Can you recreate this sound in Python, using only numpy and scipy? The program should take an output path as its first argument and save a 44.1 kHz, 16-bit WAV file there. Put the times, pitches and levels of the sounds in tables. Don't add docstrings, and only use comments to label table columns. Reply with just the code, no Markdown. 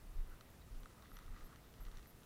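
import sys
import numpy as np
from scipy import signal
from scipy.io import wavfile

SR = 44100
rng = np.random.default_rng(int(sys.argv[2]) if len(sys.argv) > 2 else 0)


def ratio_of_db(decibels):
    return 10 ** (np.asarray(decibels, float) / 20)


def inscribe(sig):
    pcm = np.round(np.clip(np.atleast_2d(sig).T, -1, 1) * 32767)
    wavfile.write(sys.argv[1], SR, pcm.astype(np.int16))


N = 99225
T_S = np.arange(N) / SR

# pitch in Hz, strength in dB added to the blow, time to die by 60 dB in seconds.
HOUSING_MODES = [(1253, 7.5, 0.015), (1550, 7.5, 0.0064), (1958, 5.5, 0.013), (2920, 10, 0.0055),
                 (3350, 5.5, 0.0059), (3750, 7, 0.0066), (4260, 8.5, 0.0053), (5870, 14, 0.0049)]
RISE_T60_S = 0.003


def rms_one(x):
    return x / np.sqrt(np.mean(x ** 2) + 1e-20)


def drift(rate_hz):
    r = np.exp(-2 * np.pi * rate_hz * 40 / SR)
    noise = rng.standard_normal(N // 40 + 2002)
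    slow = signal.lfilter([1], [1, -2 * r, r * r], noise)[2000:]
    return np.interp(np.arange(N) / 40, np.arange(len(slow)), rms_one(slow))


def ring(clicks, hz, t60):
    r = ratio_of_db(-60 / (t60 * SR))
    w = 2 * np.pi * hz / SR
    return signal.lfilter([0, np.sin(w)], [1, -2 * r * np.cos(w), r * r], clicks + 1e-18)


def band_noise(hz, width_hz):
    edges = [hz - width_hz / 2, hz + width_hz / 2]
    sos = signal.butter(2, edges, "band", fs=SR, output="sos")
    return rms_one(signal.sosfilt(sos, rng.standard_normal(N)))


def decays(s, db, t60):
    clicks = np.zeros(N)
    np.add.at(clicks, (np.asarray(s) * SR).astype(int), ratio_of_db(db))
    return signal.lfilter([1], [1, -ratio_of_db(-60 / (t60 * SR))], clicks + 1e-18)


def bell(s, length):
    return np.exp(-np.log(16) * ((T_S - s) / length) ** 2)


def air(patchy_db):
    # frequency in Hz, relative level in dB per Hz.
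    air_balance = [(10, 0.5), (27, -4), (54, 0), (154, -7), (426, -15), (1010, -20.5), (1290, -22.5),
                   (3340, -29.5), (7440, -32), (12200, -33.5), (15600, -30.5)]
    level_db = -60.5
    table_hz, table_db = np.transpose(air_balance)
    edges = 11 * 2 ** np.arange(0, 10.6, 0.5)
    white = rng.standard_normal((2, N + SR))
    out = 0
    for k, (low, high) in enumerate(zip(edges, edges[1:])):
        sos = signal.butter(2, [low, high], "band", fs=SR, output="sos")
        band = signal.sosfilt(sos, white[k % 2])[SR:]
        band_db = np.interp(np.log(low * high) / 2, np.log(table_hz), table_db)
        out = out + band * ratio_of_db(band_db + patchy_db * drift(5.8))
    return ratio_of_db(level_db) * rms_one(out)


def whine():
    # pitch in Hz, level in dB rms.
    tones = [(15421, -96), (15478, -89), (15536, -96)]
    waver_hz = 4
    waver_turns = np.cumsum(waver_hz * drift(5.8)) / SR
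    out = np.zeros(N)
    for hz, db in tones:
        turns = hz * T_S + waver_turns + rng.random()
        out += np.sqrt(2) * ratio_of_db(db) * np.sin(2 * np.pi * turns)
    return out


def ticks():
    # start in seconds, rough peak level in dB.
    tick_list = [(0.2732, -58), (0.2986, -56), (0.5022, -56), (0.806, -57), (1.187, -54)]
    s, peak_db = np.transpose(tick_list)
    envelope = decays(s, peak_db - 7.5, t60=0.017)
    return band_noise(hz=12100, width_hz=3600) * envelope


def cricket():
    # start in seconds, length in seconds, drive level in dB.
    buzzes = [(1.097, 0.022, -63), (1.128, 0.036, -56.5), (1.438, 0.033, -56.5), (1.806, 0.036, -57.5),
              (2.071, 0.045, -56.5)]
    # pitch in Hz, strength in dB added to the drive, time to die by 60 dB in seconds.
    wing_modes = [(11400, -5, .014), (11750, -5, .014), (12150, -6, .012), (12550, -10, .01),
                  (13000, -10, .009), (13500, -15, .008)]
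    strokes_per_s, stroke_spread_db, weak_stroke_db = 281, 2.5, -3
    k = np.arange(12)
    out = np.zeros(N)
    for start, length, level_db in buzzes:
        s = start + (k + 0.22 * rng.random(len(k))) / strokes_per_s
        for hz, mode_db, t60 in wing_modes:
            luck_db = stroke_spread_db * rng.standard_normal(len(k))
            db = level_db + mode_db + weak_stroke_db * (k % 2) + luck_db
            sign = rng.choice([-1, 1], len(k))
            clicks = np.zeros(N)
            clicks[(s * SR).astype(int)] = ratio_of_db(db) * (s < start + length) * sign
            out += ring(clicks, hz, t60) - ring(clicks, hz, RISE_T60_S)
    return out


def brushes():
    # centre in seconds, length in seconds, middle level in dB, pitch in Hz, band width in Hz.
    brush_list = [(0.32, 0.05, -71, 1370, 446), (0.62, 0.016, -73, 3800, 452),
                  (1.034, 0.043, -70, 1260, 396), (1.061, 0.033, -74, 3670, 1500),
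                  (1.362, 0.044, -68.5, 1600, 1000), (1.535, 0.05, -67, 1350, 700),
                  (1.814, 0.02, -68.5, 1080, 604)]
    out = np.zeros(N)
    for s, length, db, hz, width_hz in brush_list:
        grainy = ratio_of_db(db + 2.4 * drift(44))
        out += grainy * bell(s, length) * band_noise(hz, width_hz)
    return out


def crackle():
    # time in seconds, level in dB.
    movement = [(0.0, -74), (0.34, -71), (0.67, -74.5), (1.27, -68.5), (1.5, -69.5), (1.62, -72.5),
                (1.92, -71), (2.07, -74.5), (2.25, -73.5)]
    # how strongly the grains ring it, in dB.
    grain_colour_db = [5, 1.5, -0.5, -2, -4, -4, -4.5, -7.5]
    grains_per_s, grain_spread_db = 1400, 2.1
    level_db, follows = -74.5, 2.1
    s, db = np.transpose(movement)
    move_db = follows * np.interp(T_S, s, db - db.mean())
    size_db = grain_spread_db * np.minimum(rng.exponential(1, N), 4)
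    sizes = ratio_of_db(size_db) * rng.choice([-1, 1], N)
    born = rng.random(N) < grains_per_s * ratio_of_db(move_db / 2 + 4 * drift(15)) / SR
    dealt = rng.integers(0, len(HOUSING_MODES), N)
    out = 0
    for k, (hz, _, t60) in enumerate(HOUSING_MODES):
        clicks = sizes * born * (dealt == k) * ratio_of_db(grain_colour_db[k])
        out = out + ring(clicks, hz, t60)
    return ratio_of_db(level_db + move_db / 2) * rms_one(out)


def snaps():
    # start in seconds, drive of the low, middle and bright ring in dB,
    # and where the bright ring is strongest in Hz.
    snap_list = [(0.409, -56, -65, -52.5, 4260), (0.686, -64, -78, -80, 3700),
                 (0.8325, -61, -71, -59, 3800), (0.857, -51, -59, -61, 3750), (1.023, -63, -67, -60, 3670),
                 (1.056, -67, -58.5, -67, 3000), (1.1157, -55, -63, -62.5, 3600),
                 (1.1682, -57.5, -58, -51, 3350), (1.1883, -53.5, -56.5, -58, 6000),
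                 (1.2624, -71, -80, -61, 4000), (1.279, -58, -80, -70, 3500), (1.324, -66, -75, -74, 3200),
                 (1.3624, -58, -60, -64, 3700), (1.409, -67, -67, -69, 3800), (1.4137, -62, -77, -82, 3700),
                 (1.4915, -62, -75, -80, 3700), (1.5277, -66, -68, -63, 3900),
                 (1.559, -70, -64, -57.5, 4000), (1.739, -75, -69, -58, 3000),
                 (1.851, -74, -66, -56.5, 4270), (1.866, -63, -61.5, -57, 4100),
                 (1.8824, -57, -70, -64, 3300), (1.9143, -72, -72, -57.5, 3750),
                 (1.924, -65.5, -80, -72, 3000), (1.954, -80, -68, -62, 4200),
                 (1.971, -70, -59, -52.5, 3600), (1.9834, -62, -61, -57, 4000),
                 (1.993, -66, -65, -62, 4000), (2.028, -65.5, -77, -60.5, 3800),
                 (2.0566, -66, -58, -68, 3000), (2.2328, -68, -73, -58.5, 3700)]
    crack_db, crack_t60_s = -8.5, 0.028
    focus_db_per_octave, focus_most_db = 42, 6
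    low_lag_s = 0.00078
    at, low, middle, bright, focus_hz = np.transpose(snap_list)
    fall = decays(at, bright + crack_db, crack_t60_s)
    quick = decays(at, bright + crack_db, RISE_T60_S)
    out = band_noise(hz=4100, width_hz=5500) * (fall - quick)
    lows = [low, (low + middle) / 2, middle]
    for k, (hz, mode_db, t60) in enumerate(HOUSING_MODES):
        if k < len(lows):
            drive_db, start = lows[k], at + low_lag_s
        else:
            octaves_off = abs(np.log2(hz / focus_hz))
            drive_db = bright - np.minimum(focus_db_per_octave * octaves_off, focus_most_db)
            start = at
        clicks = np.zeros(N)
        clicks[(start * SR).astype(int)] = (-1) ** k * ratio_of_db(drive_db + mode_db)
        out = out + ring(clicks, hz, t60) - ring(clicks, hz, RISE_T60_S)
    return out


def thumps():
    # centre in seconds, envelope peak in dB, pitch in Hz, length in seconds.
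    jolts = [(0.064, -52.5, 30.7, 0.14), (0.102, -51, 36, 0.037), (0.165, -39, 32.4, 0.025),
             (0.198, -32, 25.5, 0.049), (0.299, -46.5, 22.8, 0.068), (0.723, -46.5, 37.8, 0.038),
             (0.767, -41, 23.7, 0.045), (0.826, -48, 26.3, 0.05), (1.138, -49.5, 32.8, 0.059),
             (1.188, -54.5, 27.5, 0.028), (1.266, -46, 27.7, 0.042), (1.316, -41.5, 28.8, 0.047),
             (1.434, -46, 24, .05), (1.814, -42.5, 33.1, 0.039), (1.875, -41, 28.7, .035),
             (1.958, -44, 23.4, 0.052)]
    rise_share = 0.73
    shake = ratio_of_db(-24) * band_noise(hz=79, width_hz=60)
    out = np.zeros(N)
    for s, db, hz, length in jolts:
        swing = np.cos(2 * np.pi * (hz * (T_S - s) + rng.random()))
        lopsided = length * np.where(T_S < s, rise_share, 2 - rise_share)
        out += ratio_of_db(db) * bell(s, lopsided) * (swing + shake)
    return out


def scene():
    background = air(patchy_db=0.8) + whine()
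    small_sounds = ticks() + cricket() + brushes()
    walking = crackle() + snaps() + thumps()
    return (background + small_sounds + walking)[None]


def top_cut(x):
    return signal.sosfilt(signal.butter(12, 15710, fs=SR, output="sos"), x)


def record(dry):
    return top_cut(dry)


dry = scene()
out = record(dry)
inscribe(out)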